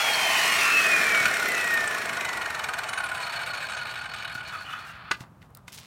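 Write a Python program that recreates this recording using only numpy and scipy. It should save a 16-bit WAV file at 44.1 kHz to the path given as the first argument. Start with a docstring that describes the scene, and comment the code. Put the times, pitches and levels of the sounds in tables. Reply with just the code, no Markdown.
"""A circular saw, just switched off, is swung aside and set on the ground in a yard, where it coasts to a stop.
Fan and slot tones glide down with one braked speed, over filtered noise for eddies and rushing air.
The blade brushes the guard once a turn, then clatters and drags: tiny random contacts ringing steel modes.
A stone knocks on a concrete block nearby, with ticks, a gritty scrape and rustling cloth.
Contacts get dull yard echoes; a faint noise bed lies behind everything, all at one mono microphone."""
import sys
import numpy as np
from scipy import signal
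from scipy.fft import rfft, irfft, next_fast_len
from scipy.io import wavfile

SR = 44100
rng = np.random.default_rng(int(sys.argv[2]) if len(sys.argv) > 2 else 0)


def output_pcm(signal):
    """Save a mono or channel-first signal as 16-bit PCM at the path in sys.argv[1].

    Samples are clipped to [-1, 1] before scaling.
    """
    pcm = np.clip(np.atleast_2d(signal).T, -1, 1) * 32767
    wavfile.write(sys.argv[1], SR, np.round(pcm).astype(np.int16))


N = 258426
TIME = np.arange(N) / SR
# padded length for spectral filters, and its frequency axis
SIZE = 2 * next_fast_len(N // 2 + SR // 4)
HZ = np.maximum(np.arange(SIZE // 2 + 1) * SR / SIZE, 1)

# speed is counted in fan vanes passing per second
START_SPEED, VANES_PER_BLADE_TURN = 3381.8, 61.4
# share of a turn at which the blade meets the guard
RUB_ANGLE = .35
# the blade runs loose from this time on
LOOSE_S = 2.915
# the blade comes to rest, and all its noise dies
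REST_S, REST_DB_PER_S = 5.08, 167
# just before rest the contacts turn dull
DULL_S, DULL_DB_PER_S = 4.75, 30
# the motor's tones and eddies die out at low speed
MOTOR_FADE_S, MOTOR_FADE_DB_PER_S = 3.75, 28


def from_db(db):
    """Decibels to gain."""
    return 10 ** (np.asarray(db) / 20)


def rms_one(x):
    """Scale to unit power."""
    return x / np.sqrt(np.mean(x ** 2) + 1e-20)


def in_time(rows):
    """Each column of a curve at every sample."""
    s, *columns = np.transpose(rows)
    return [np.interp(TIME, s, c) for c in columns]


def fading(start_s, db_per_s):
    """Level in dB that holds, then sinks steadily."""
    return -db_per_s * np.maximum(TIME - start_s, 0)


def swell(centre_s, half_s):
    """Bell-shaped rise and fall in time."""
    return np.exp(-.5 * ((TIME - centre_s) / half_s) ** 2)


def turns_from(turns, angle):
    """Signed share of a turn away from an angle, -0.5 to 0.5."""
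    return (turns - angle + .5) % 1 - .5


def passed(x, hz, kind, order=2):
    """Butterworth filter."""
    sos = signal.butter(order, np.clip(hz, 5, .45 * SR), kind, fs=SR, output="sos")
    return signal.sosfilt(sos, x + 1e-18)


def drift(rate):
    """Random wander of spread 1, with so many new values per second."""
    return rms_one(np.interp(TIME * rate, np.arange(4096), rng.standard_normal(4096)))


def colour(x, spectrum, resonances=()):
    """Causal filter with a smooth spectrum, lifted at each resonance."""
    hz, db = np.transpose(spectrum)
    curve = np.interp(np.log(HZ), np.log(hz), db)
    for centre, width, lift in resonances:
        curve = curve + lift / (1 + (2 * (HZ - centre) / width) ** 2)
    # folding the cepstrum gives minimum phase: nothing sounds before its cause
    cepstrum = irfft(np.log(from_db(curve)))[:SIZE // 2]
    cepstrum[1:] *= 2
    return irfft(rfft(x, SIZE) * np.exp(rfft(cepstrum, SIZE)))[:N]


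def shaped(x, spectrum):
    """Colour a sound so that white noise keeps its power."""
    hz, db = np.transpose(spectrum)
    gain = from_db(np.interp(np.log(HZ), np.log(hz), db))
    return colour(x, spectrum) / np.sqrt(np.mean(gain ** 2))


def ring(x, modes):
    """Parallel resonances of alternating sign, scaled so that white noise about keeps its power."""
    out, power = 0, 0
    for k, (hz, width, db) in enumerate(modes):
        r = np.exp(-np.pi * width / SR)
        top = (1 - r * r) / 2
        poles = [1, -2 * r * np.cos(2 * np.pi * hz / SR), r * r]
        out = out + (-1) ** k * from_db(db) * signal.lfilter([top, 0, -top], poles, x + 1e-18)
        power += top * from_db(db) ** 2
    return out / np.sqrt(power)


def grains(per_s, spread_db):
    """Dense tiny contacts of uneven size; rms 1."""
    sizes = from_db(spread_db * np.minimum(rng.exponential(1, N), 4)) * rng.choice([-1, 1], N)
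    return rms_one(sizes * (rng.random(N) < per_s / SR))


def blows(rows, decay_s):
    """Force envelope that jumps at each (time [s], level [dB]) and dies away."""
    hits = np.zeros(N)
    for s, db in rows:
        hits[int(s * SR)] += from_db(db)
    return signal.lfilter([1], [1, -np.exp(-1 / (decay_s * SR))], hits + 1e-18)


def yard_background():
    """The open yard's faint, mostly low noise, wavering slightly in level."""
    # outdoor noise spectrum: (frequency [Hz], relative level per Hz [dB])
    yard_spectrum = [(25, -51), (45, -9), (70, -1.5), (125, 1), (200, -5.5), (350, -17), (700, -17.5),
                     (1200, -15.5), (2000, -32), (5000, -41), (15800, -43.5)]
    noise = rms_one(colour(rng.standard_normal(N), yard_spectrum))
    return from_db(-53 + 0.35 * drift(4.8)) * noise


def yard_echoes(x, t60=0.16, wall_cut_hz=6000):
    """The direct sound plus a few dull echoes and a short scattered tail."""
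    # nearby ground and walls: (delay [s], level [dB])
    echo_rows = [(.0175, -26), (.027, -25), (.034, -24)]
    age = np.arange(SR // 2) / SR
    tail = rng.standard_normal(len(age)) * from_db(-60 * age / t60) * (age > .006)
    response = from_db(-11.0) * tail / np.sqrt(np.sum(tail ** 2))
    for delay, db in echo_rows:
        response[int(delay * SR)] += from_db(db)
    return x + passed(signal.fftconvolve(x, response)[:N], wall_cut_hz, "low")


def rustle(low_hz=606, high_hz=1500):
    """Gloves and clothes shift: soft, dull swells of tiny fibre contacts."""
    # cloth movements: (centre time [s], half length [s], level [dB])
    rustle_rows = [(5.22, 0.038, -52), (5.342, 0.026, -67), (5.435, 0.022, -62), (5.506, 0.0096, -61),
                   (5.573, 0.014, -55.5)]
    swells = sum(from_db(db) * swell(s, half) for s, half, db in rustle_rows)
    cloth = passed(grains(per_s=1500, spread_db=3.0), [low_hz, high_hz], "band")
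    return swells * rms_one(cloth)


def scrapes(attack_db_per_s=2498, release_db_per_s=598):
    """Sand grains crushed as the stone slides; each scrape starts fast, holds and dies away."""
    # stone slid over the block: (start time [s], length [s], level [dB], treble lift [dB])
    scrape_rows = [(4.345, .008, -47, 3), (4.477, .008, -45, -5), (4.54, .03, -60, 0),
                   (4.615, .02, -54.5, 0), (4.7, .03, -57, 0), (4.79, .02, -54, -3),
                   (4.853, 0.058, -55.5, 1.5), (4.93, .04, -67, 0), (5.114, .005, -44, 3),
                   (5.13, 0.066, -62, 2), (5.203, 0.0078, -48, 0), (5.415, .012, -66, 3),
                   (5.447, .006, -71, 3), (5.547, 0.032, -76, 0), (5.681, .003, -48.5, 1),
                   (5.723, .02, -48.5, 4), (5.741, 0.0076, -45, 7.5), (5.776, 0.016, -43, -3),
                   (5.803, .08, -51, -9)]
    # crushed grit: (frequency [Hz], relative level per Hz [dB])
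    grit_spectrum = [(180, -44), (300, -10), (360, -10.5), (1550, -7), (1920, -6.5), (2120, -3.5),
                     (3270, -3.5), (4790, -4), (8700, -9.5), (15800, -16.5)]
    levels_db = []
    for s, length, db, _ in scrape_rows:
        attack_db = -attack_db_per_s * np.maximum(s - TIME, 0)
        levels_db.append(db + attack_db + fading(s + length, release_db_per_s))
    levels_db = np.array(levels_db)
    bright_db = levels_db + np.array(scrape_rows)[:, 3:]
    sand = shaped(grains(per_s=9200, spread_db=6.0), grit_spectrum)
    treble = passed(sand, 6500, "high", order=1)
    # the loudest scrape of the moment sets the level
    body = from_db(levels_db.max(axis=0)) * (sand - treble)
    return body + from_db(bright_db.max(axis=0)) * treble


def grit_ticks():
    """Grit snaps under the stone: brief bright bursts of random force."""
    # grit snapping: (time [s], relative level [dB])
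    tick_rows = [(5.505, -50), (5.5495, -25.5), (5.572, -30), (5.7745, -42), (5.7895, -31), (5.801, -37),
                 (5.846, -53)]
    snaps = from_db(-5.5) * blows(tick_rows, decay_s=0.0012) * rng.choice([-1, 1], N)
    return passed(snaps, 7700, "high", order=1)


def stone_and_bumps(contact_s=0.0043, thump_hz=122, thump_width_hz=40):
    """Each knock is a short crunch that rings the stone and thumps the ground; soft bumps only thump."""
    # stone on block: (time [s], relative level [dB], contact cut-off [Hz], relative low thump level [dB])
    knock_rows = [(5.11, -6, 1560, -35), (5.1137, -7.5, 7100, -38), (5.117, -13, 4000, -44),
                  (5.205, -34, 7000, -41), (5.418, -41.5, 4930, -62), (5.426, -45, 5000, -61),
                  (5.68, -29.5, 9000, -55), (5.681, -60, 7000, -56), (5.848, -45, 8900, -59)]
    # stone modes: (frequency [Hz], width [Hz], relative level [dB])
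    stone_modes = [(430, 220, -21), (675, 91, -13), (1010, 120, -11.5), (1210, 47, -7), (1484, 67, -1),
                   (1760, 250, -6.5), (2030, 200, -4), (2500, 240, -7), (2980, 210, -12.5),
                   (3590, 180, -8.5), (4470, 230, -15), (5600, 410, -36), (6700, 200, -19),
                   (8660, 220, -11)]
    # soft bumps on the ground: (time [s], relative level [dB])
    bump_rows = [(1.209, -32), (1.262, -35), (4.354, -37.5), (5.207, -33.5), (5.319, -45), (5.37, -47.5)]
    force, thump = np.zeros(N), np.zeros(N)
    age = np.arange(SR // 40) / SR
    crunches = rng.choice([-1, 1], (len(knock_rows), len(age))) * np.exp(-age / contact_s)
    for (s, db, cut_hz, thump_db), crunch in zip(knock_rows, crunches):
        at = int(s * SR)
        blow = 0.5 * crunch + 3.9 * (age == 0)
        force[at:at + len(age)] += from_db(db) * passed(blow, cut_hz, "low", order=4)[:N - at]
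        thump[at] = from_db(thump_db)
    for s, db in bump_rows:
        thump[int(s * SR)] = from_db(db)
    low = ring(thump, [(thump_hz, thump_width_hz, 0), (270, 110, -9)])
    crunching = from_db(-8.0) * passed(force, 770, "high", order=1)
    return from_db(-1.0) * ring(force, stone_modes) + crunching + from_db(23.0) * low


def coasting():
    """Speed at every sample, braked step by step by dry friction, grease and air drag."""
    # speed lost per second: constant, per speed, per speed squared
    dry_friction, grease_drag, air_drag = 360.8, .1018, 3.834e-5
    step_s = .001
    speeds = [START_SPEED]
    steps = np.arange(0, N / SR, step_s)
    for _ in steps[1:]:
        v = speeds[-1]
        braking = dry_friction + grease_drag * v + air_drag * v * v
        speeds.append(max(v - step_s * braking, 1))
    return np.interp(TIME, steps, speeds)


def air(speed_db, turns):
    """Housing turbulence sinks with speed, gently chopped by the turning blade and mirrored in the ground."""
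    # rushing air: (frequency [Hz], relative level per Hz [dB])
    air_spectrum = [(88, -36), (150, -15.5), (532, -25), (634, -9), (901, -1.5), (1440, 2.5), (1650, -1.5),
                    (1850, -3), (2080, -5.5), (2480, -2), (3460, -13), (4370, -16), (4810, -14),
                    (8640, -20), (15800, -27.5)]
    # housing resonances: (frequency [Hz], width [Hz], lift [dB])
    housing_modes = [(461, 260, 15), (677, 100, 8), (818, 140, 7), (1104, 280, 5.5), (1400, 41, 6),
                     (1845, 290, 14.5), (2140, 120, 9), (2500, 450, 8.5), (3120, 52, 6.5), (4260, 106, 9.5),
                     (5730, 560, 2.5), (9470, 462, 1)]
    # cooling air: (low edge [Hz], high edge [Hz], base level at full speed [dB], loss per dB of speed lost [dB])
    band_rows = [(173, 590, -37, 1.38), (526, 1190, -32.5, 1.05), (1072, 2750, -27, 1.69),
                 (2996, 21800, -25, 2)]
    # the vents turn as the saw is swung aside, level changes:
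    # (time [s], housing drone [dB], duct roar [dB], vent rush [dB], hiss [dB])
    swing_rows = [(0, -1, -1, -1, -1.5), (0.249, 1, 0, -5, -1), (.45, 2, 0.5, 0.5, 1.5),
                  (.65, 2.5, -3, 6.5, 2.5), (.8, 4, -13, 4, 2), (1.02, 5.5, -3, 5.5, 1),
                  (1.3, 6.5, -2, 2.5, 0), (2.0, 4.5, 0.5, 0, -1.5), (3.0, 1, 3.5, 0.5, -6.5)]
    out = 0
    for (low, high, db, follows), swing_db in zip(band_rows, in_time(swing_rows)):
        noise = colour(rng.standard_normal(N), air_spectrum, housing_modes)
        band = rms_one(passed(noise, [low, high], "band", order=4))
        out = out + band * from_db(db + follows * speed_db + swing_db + 0.86 * drift(40))
    # the ground reflection's delay [s] shortens as the saw is lowered
    delay = np.interp(TIME, [0, 0.94], [0.001418, 0.000542])
    out = out + 0.27 * np.interp(TIME - delay, TIME, out)
    chop_db = 0.13 * np.cos(2 * np.pi * (turns - RUB_ANGLE))
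    return out * from_db(chop_db + fading(REST_S, REST_DB_PER_S))


def eddies(speed_db, vanes):
    """Shed by the fan: a narrow rush falling with its tone; the small housing radiates little of its bass."""
    pitch_ratio, width_hz = .68, 122  # pitch as share of the fan's
    swirl = rms_one(passed(rng.standard_normal(N), width_hz, "low"))
    rush = np.sqrt(2) * swirl * np.sin(2 * np.pi * pitch_ratio * vanes)
    rush = rush * from_db(-35 + 0.99 * speed_db + fading(MOTOR_FADE_S, MOTOR_FADE_DB_PER_S))
    return passed(rush, 580, "high", order=6)


def squeaks(width_hz=89):
    """Short unsteady tones of the rim as it sticks and slips."""
    # the rim catches: (centre time [s], half length [s], pitch [Hz], level [dB])
    squeak_rows = [(0.027, .012, 4260, -39), (0.142, 0.0076, 4320, -27), (0.433, 0.0089, 4330, -33),
                   (1.277, 0.0065, 13600, -46), (1.42, .005, 13600, -47), (1.489, .006, 13600, -41),
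                   (1.674, .008, 13600, -45), (1.744, .009, 13600, -42), (2.898, 0.011, 9400, -49),
                   (2.943, 0.0092, 9400, -46), (2.987, 0.011, 9100, -44), (3.05, 0.0096, 9420, -44),
                   (4.586, .035, 4420, -51), (4.662, 0.0079, 2950, -42), (4.698, 0.0082, 2860, -42),
                   (4.732, .008, 2980, -44)]
    flutter = passed(rng.standard_normal((2, N)), width_hz, "low")
    flutter = rms_one(flutter[0]) + 1j * rms_one(flutter[1])
    out = 0
    for s, half, hz, db in squeak_rows:
        tone = (flutter * np.exp(2j * np.pi * hz * TIME)).real
        out = out + from_db(db) * swell(s, half) * tone
    return out


def drag():
    """The stopping blade drags in swells of rough stick and slip; dull resonances shift with the spot touched."""
    # each swell: (centre time [s], half length [s], relative level [dB], pitch of the first resonance [Hz])
    drag_rows = [(4.542, 0.017, -32, 1270), (4.596, 0.021, -37, 1280), (4.673, 0.016, -40.5, 1245),
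                 (4.713, 0.02, -36.5, 1270), (4.762, 0.02, -37, 1270), (4.814, 0.035, -38.5, 1254),
                 (4.885, 0.039, -41, 1370), (4.96, 0.032, -44, 1277), (5.014, 0.025, -47, 1210),
                 (5.085, 0.029, -41.5, 1270)]
    # resonances of the dragging blade: (frequency [Hz], width [Hz], relative level [dB])
    drag_modes = [(1290, 107, 6), (1480, 67, 9), (1685, 310, -2), (2610, 110, 1), (2680, 580, -13),
                  (3540, 160, -6), (4370, 4100, -17.5)]
    slips = from_db(1.7 * drift(110) + fading(REST_S, REST_DB_PER_S)) * grains(per_s=2200, spread_db=2.0)
    out = 0
    for s, half, db, pitch in drag_rows:
        modes = [(hz * pitch / drag_modes[0][0], width, level) for hz, width, level in drag_modes]
        out = out + ring(from_db(db) * swell(s, half) * slips, modes)
    # the bright rasp fades before the rest
    rasp = from_db(-6.5 + fading(4.7, 45)) * passed(out, 4900, "high", order=6)
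    return rasp + passed(out, 4600, "low", order=14)


def rim(turns):
    """The loose blade's rim sings in a wavering burst once a turn, with a weaker noisy mode just above."""
    start_s, rim_hz = 3.19, 4320
    angle, width_turns = .47, .17
    bursts = np.exp(-.5 * (turns_from(turns, angle) / width_turns) ** 4) * (TIME > start_s)
    tone = np.sin(2 * np.pi * rim_hz * TIME + 1.1 * drift(70)) * from_db(2 * drift(25))
    tone = tone + from_db(-8.5) * ring(rng.standard_normal(N), [(4495, 130, 0)])
    level_db = -38 + fading(start_s, 8) + fading(DULL_S, DULL_DB_PER_S) + fading(REST_S, REST_DB_PER_S)
    return tone * bursts * from_db(level_db)


def clacks():
    """The wobbling blade hits the guard: scraping pressure of all clacks, and the plate's clean rings."""
    # each clack: (time [s], contact length [s], relative crunch level [dB], relative ring level [dB],
    # ring pitch [Hz])
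    clack_rows = [(0.977, 0.009, -24, -13.5, 1434), (1.144, 0.009, -33, -9.5, 1425),
                  (1.173, 0.009, -36, -17, 1450), (1.202, 0.009, -27, -16, 1460),
                  (1.234, 0.0099, -19, -23, 1450), (1.252, 0.011, -22, -6, 1450),
                  (1.362, 0.009, -33, -15.5, 1425), (1.401, 0.009, -36, -18, 1394),
                  (1.42, 0.009, -30, -14, 1450), (1.645, 0.009, -29, -23, 1390),
                  (2.17, 0.009, -32, -15.5, 1450), (2.248, 0.009, -19, -21, 1415),
                  (2.418, 0.009, -21, -27, 1450), (2.547, 0.009, -30, -28, 1420),
                  (2.689, 0.009, -34, -20.5, 1580), (2.736, 0.009, -30, -18, 1500),
                  (2.785, 0.009, -37, -23, 1485), (2.929, 0.0089, -16.0, -20.5, 1507),
                  (2.974, 0.013, -17.5, -14, 1525), (2.999, 0.0093, -18.0, -18, 1444),
                  (3.035, 0.011, -17, -19, 1450), (3.057, 0.014, -20, -19, 1440),
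                  (3.085, 0.017, -20.0, -27, 1490), (3.113, 0.0057, -18, -15.5, 1456),
                  (3.143, 0.024, -20.5, -36.5, 1450), (3.169, 0.012, -22, -19, 1450),
                  (3.2, 0.018, -19, -39, 1580), (3.221, 0.017, -18.0, -35, 1440),
                  (3.245, 0.024, -24.0, -39, 1440), (3.264, 0.018, -18.5, -29, 1400),
                  (3.293, 0.018, -21.5, -30, 1450), (3.32, 0.019, -17, -34, 1550),
                  (3.336, 0.021, -20, -38, 1410), (3.357, 0.021, -21, -27, 1580),
                  (3.389, 0.022, -19.5, -20, 1570), (3.413, 0.009, -20, -21, 1467),
                  (3.428, 0.01, -19, -28, 1420), (3.459, 0.0096, -18, -36, 1530),
                  (3.47, 0.026, -21, -25, 1500), (3.502, 0.011, -20.5, -21, 1450),
                  (3.532, 0.015, -19, -21, 1443), (3.547, 0.016, -19.5, -37, 1480),
                  (3.57, 0.018, -21.5, -32, 1540), (3.601, 0.019, -20.5, -37, 1410),
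                  (3.621, 0.021, -19, -26, 1510), (3.64, 0.02, -27.5, -18.5, 1570),
                  (3.666, 0.003, -15, -36, 1580), (3.685, 0.006, -18, -37, 1540),
                  (3.694, 0.016, -19.5, -36, 1500), (3.717, 0.0065, -15.5, -31, 1500),
                  (3.732, 0.01, -22, -28, 1530), (3.746, 0.0069, -21, -21, 1460),
                  (3.766, 0.019, -19, -24, 1450), (3.786, 0.023, -23.5, -22, 1450),
                  (3.811, 0.011, -21.5, -23, 1440), (3.83, 0.0034, -19, -28, 1390),
                  (3.851, 0.0052, -16.5, -31, 1600), (3.865, 0.018, -20.5, -37, 1440),
                  (3.887, 0.018, -21, -34, 1550), (3.907, 0.023, -23, -45, 1570),
                  (3.936, 0.011, -21, -39, 1430), (3.953, 0.01, -18.5, -28, 1550),
                  (3.97, 0.011, -21, -30, 1480), (3.985, 0.013, -20.5, -33, 1450),
                  (4.01, 0.013, -23.5, -23, 1440), (4.037, 0.01, -22.5, -34, 1620),
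                  (4.054, 0.008, -19.5, -23, 1567), (4.071, 0.009, -32.5, -41, 1510),
                  (4.089, 0.01, -23, -29, 1530), (4.114, 0.012, -25.5, -28, 1470),
                  (4.134, 0.015, -20, -27, 1440), (4.158, 0.016, -22, -29, 1430),
                  (4.18, 0.019, -23.5, -31, 1430), (4.198, 0.019, -25.5, -28, 1450),
                  (4.221, 0.013, -22, -33, 1570), (4.244, 0.014, -19.5, -30, 1420),
                  (4.274, 0.0071, -17.5, -38, 1630), (4.293, 0.014, -23.5, -33, 1450),
                  (4.313, 0.017, -25, -33, 1460), (4.348, 0.0083, -20.5, -24, 1450),
                  (4.375, 0.0097, -24, -21, 1450), (4.404, 0.0096, -22.5, -21.5, 1464),
                  (4.427, 0.012, -28, -45, 1520), (4.446, 0.02, -29.5, -42, 1420),
                  (4.473, 0.017, -26, -43, 1410), (4.491, 0.022, -27.0, -31, 1474)]
    attack_s, sag_s, release_s = .001, .03, .0036
    ring_rise_s, ring_decay_s = 0.004, 0.0086
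    pressure, rings = np.zeros(N), np.zeros(N)
    age = np.arange(SR // 10) / SR
    ringing = (1 - np.exp(-age / ring_rise_s)) * np.exp(-age / ring_decay_s)
    for (s, hold_s, crunch_db, ring_db, hz), turn in zip(clack_rows, rng.random(len(clack_rows))):
        span = slice(int(s * SR), int(s * SR) + len(age))
        # bite, scrape for a moment, let go
        contact = (1 - np.exp(-age / attack_s)) * np.exp(-np.maximum(age - hold_s, 0) / release_s)
        contact = contact * np.exp((hold_s / 2 - age) / sag_s)
        pressure[span] = np.hypot(pressure[span], from_db(crunch_db) * contact)
        rings[span] += from_db(ring_db) * ringing * np.sin(2 * np.pi * (hz * age + turn))
    return pressure, from_db(-1.0) * rings


def guard_brush(turns, brush_turns=0.08):
    """Once-a-turn brush on the guard: builds as the saw is lowered, ends when the blade runs loose."""
    full_s, rise_db_per_s = 0.43, 12.5
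    brush_db = -26.5 - rise_db_per_s * np.maximum(full_s - TIME, 0)
    touch = np.exp(-.5 * (turns_from(turns, RUB_ANGLE) / brush_turns) ** 2)
    return from_db(brush_db + 0.44 * drift(24.1)) * touch * (TIME < LOOSE_S)


def steady_chatter():
    """Unsteady light contact: one level while the blade runs true, another once it is loose."""
    chatter_db = np.where(TIME < LOOSE_S, -45, -46) + fading(4.29, 9) + fading(REST_S, REST_DB_PER_S)
    return from_db(chatter_db + 3 * drift(90))


def plate_singing(brush):
    """Every brush sets the plate's main mode singing, louder while the saw is being set down."""
    shake_db = 6.5 * swell(1.2, .25)
    tone = np.sin(2 * np.pi * 1450 * TIME + 2 * drift(60))
    return from_db(-3 + shake_db) * brush * tone


def glitter(force):
    """Treble of the contacts; each touches another spot, so every band comes and goes by itself."""
    edges_hz, patchy_db, changes_per_s = [5700, 7200, 8900, 10300, 12400, 17000], 2.6, 55
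    out = 0
    for band in zip(edges_hz, edges_hz[1:]):
        patches = rms_one(from_db(patchy_db * drift(changes_per_s)))
        out = out + passed(force, band, "band", order=4) * patches
    return out


def blade(speed_db, turns):
    """The wobbling blade brushes once a turn, then clacks loosely; every contact rings the steel."""
    # blade and guard modes: (frequency [Hz], width [Hz], relative level [dB])
    blade_modes = [(993, 47, -19), (1240, 50, -2.5), (1439, 37, 0.5), (1530, 62, -0.5), (1690, 160, -8),
                   (2245, 105, -3.5), (2467, 167, -7), (2985, 82, -5.5), (3300, 510, -17.5),
                   (3590, 32, -10), (3780, 98, -13), (4305, 54, -10.5), (4440, 62, -11.5),
                   (5430, 170, -11.5), (5760, 61, -20.5), (6540, 570, -19.5), (7680, 170, -19),
                   (8320, 61, -15), (8690, 100, -17.5), (9390, 88, -18.5), (11070, 140, -23),
                   (11930, 80, -27.5), (13100, 330, -28), (14160, 100, -37)]
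    # bare contact noise: (frequency [Hz], relative level per Hz [dB])
    contact_spectrum = [(200, -22), (450, -14), (700, -3), (1500, 0), (2600, -1), (4400, -9), (5000, -13),
                        (8500, -13), (10200, -25), (13000, -22), (15800, -26)]
    # sharp jolts: two once-a-turn clacks of the blade, then the saw set down on the ground: (time [s], relative
    # level [dB])
    jolt_rows = [(1.146, -17), (1.173, -19), (1.2545, -12)]
    brush = guard_brush(turns)
    pressure, rings = clacks()
    clatter = from_db(-12.5) * pressure
    contact = np.sqrt(brush ** 2 + steady_chatter() ** 2 + clatter ** 2)
    force = contact * grains(per_s=8000, spread_db=3.0)
    jolts = blows(jolt_rows, decay_s=0.0057) * rng.choice([-1, 1], N)
    force = force + passed(jolts, 3500, "low", order=1)
    # contacts soften as the blade slows: treble loses 0.86 dB per dB of speed lost
    treble_db = 8 + 0.86 * speed_db + fading(DULL_S, DULL_DB_PER_S)
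    force = passed(force, 4700, "low", order=10) + from_db(treble_db) * glitter(force)
    steel = from_db(-0.5) * ring(force, blade_modes)
    bare = from_db(-12.5) * shaped(force, contact_spectrum)
    return rings + plate_singing(brush) + steel + rim(turns) + bare


def duct_lifts(fan_hz, slot_hz):
    """Lifts in dB of the fan tone and the slot tone as they fall through the fan duct's resonances."""
    # duct resonances: (frequency [Hz], width [Hz], lift of fan tone [dB], lift of slot tone [dB])
    duct_modes = [(760, 230, 5.5, 7.5), (998, 28, 11.5, -3.5), (1100, 160, 8, 1.5), (1270, 110, 1, 8),
                  (1450, 54, -2.5, 11.5), (1610, 100, -1.5, 3), (900, 80, 2, -0.5), (1757, 65, 3, 6.5),
                  (1848, 163, 16, 9), (2010, 150, 6, 12.5), (2180, 64, -4, 5.5), (2270, 91, 13, -2.5),
                  (2455, 88, 12.5, 9), (2596, 136, 14, 16.5)]
    fan_db = slot_db = 0
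    for centre, width, fan_lift, slot_lift in duct_modes:
        fan_db = fan_db + fan_lift / (1 + (2 * (fan_hz - centre) / width) ** 2)
        slot_db = slot_db + slot_lift / (1 + (2 * (slot_hz - centre) / width) ** 2)
    return fan_db, slot_db


def motor(speed, speed_db, vanes):
    """Nine fan vanes and twelve armature slots each sing a tone into the duct; air flow makes them waver."""
    slots_per_vane = 4 / 3
    fan_lift, slot_lift = duct_lifts(speed, speed * slots_per_vane)
    # the fan tone weakens faster than the slot tone as speed drops
    fan_db = -31 + 2.17 * speed_db + fan_lift + 1.1 * drift(30)
    slot_db = -50 + 0.32 * speed_db + slot_lift + 1.2 * drift(35)
    phase = 2 * np.pi * vanes + 0.069 * drift(34)
    fan = from_db(fan_db) * (np.sin(phase) + from_db(-32) * np.sin(2 * phase))
    slots = from_db(slot_db) * np.sin(phase * slots_per_vane)
    return np.sqrt(2) * (fan + slots) * from_db(fading(MOTOR_FADE_S, MOTOR_FADE_DB_PER_S))


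def scene():
    """One speed drives the motor, air and turning blade; the stone is handled as the saw stops."""
    speed = coasting()
    speed_db = 20 * np.log10(speed / START_SPEED)
    vanes = np.cumsum(speed) / SR
    turns = vanes / VANES_PER_BLADE_TURN
    handling = rustle() + scrapes() + grit_ticks() + stone_and_bumps()
    contacts = handling + squeaks() + drag() + blade(speed_db, turns)
    running = air(speed_db, turns) + eddies(speed_db, vanes) + motor(speed, speed_db, vanes)
    return (yard_background() + yard_echoes(contacts) + running)[None]


def record(dry):
    """A steep low-pass cuts the top of the microphone signal."""
    cutoff_hz = 15900
    return signal.sosfilt(signal.ellip(12, .1, 80, cutoff_hz, fs=SR, output="sos"), dry)


dry = scene()
out = record(dry)
output_pcm(out)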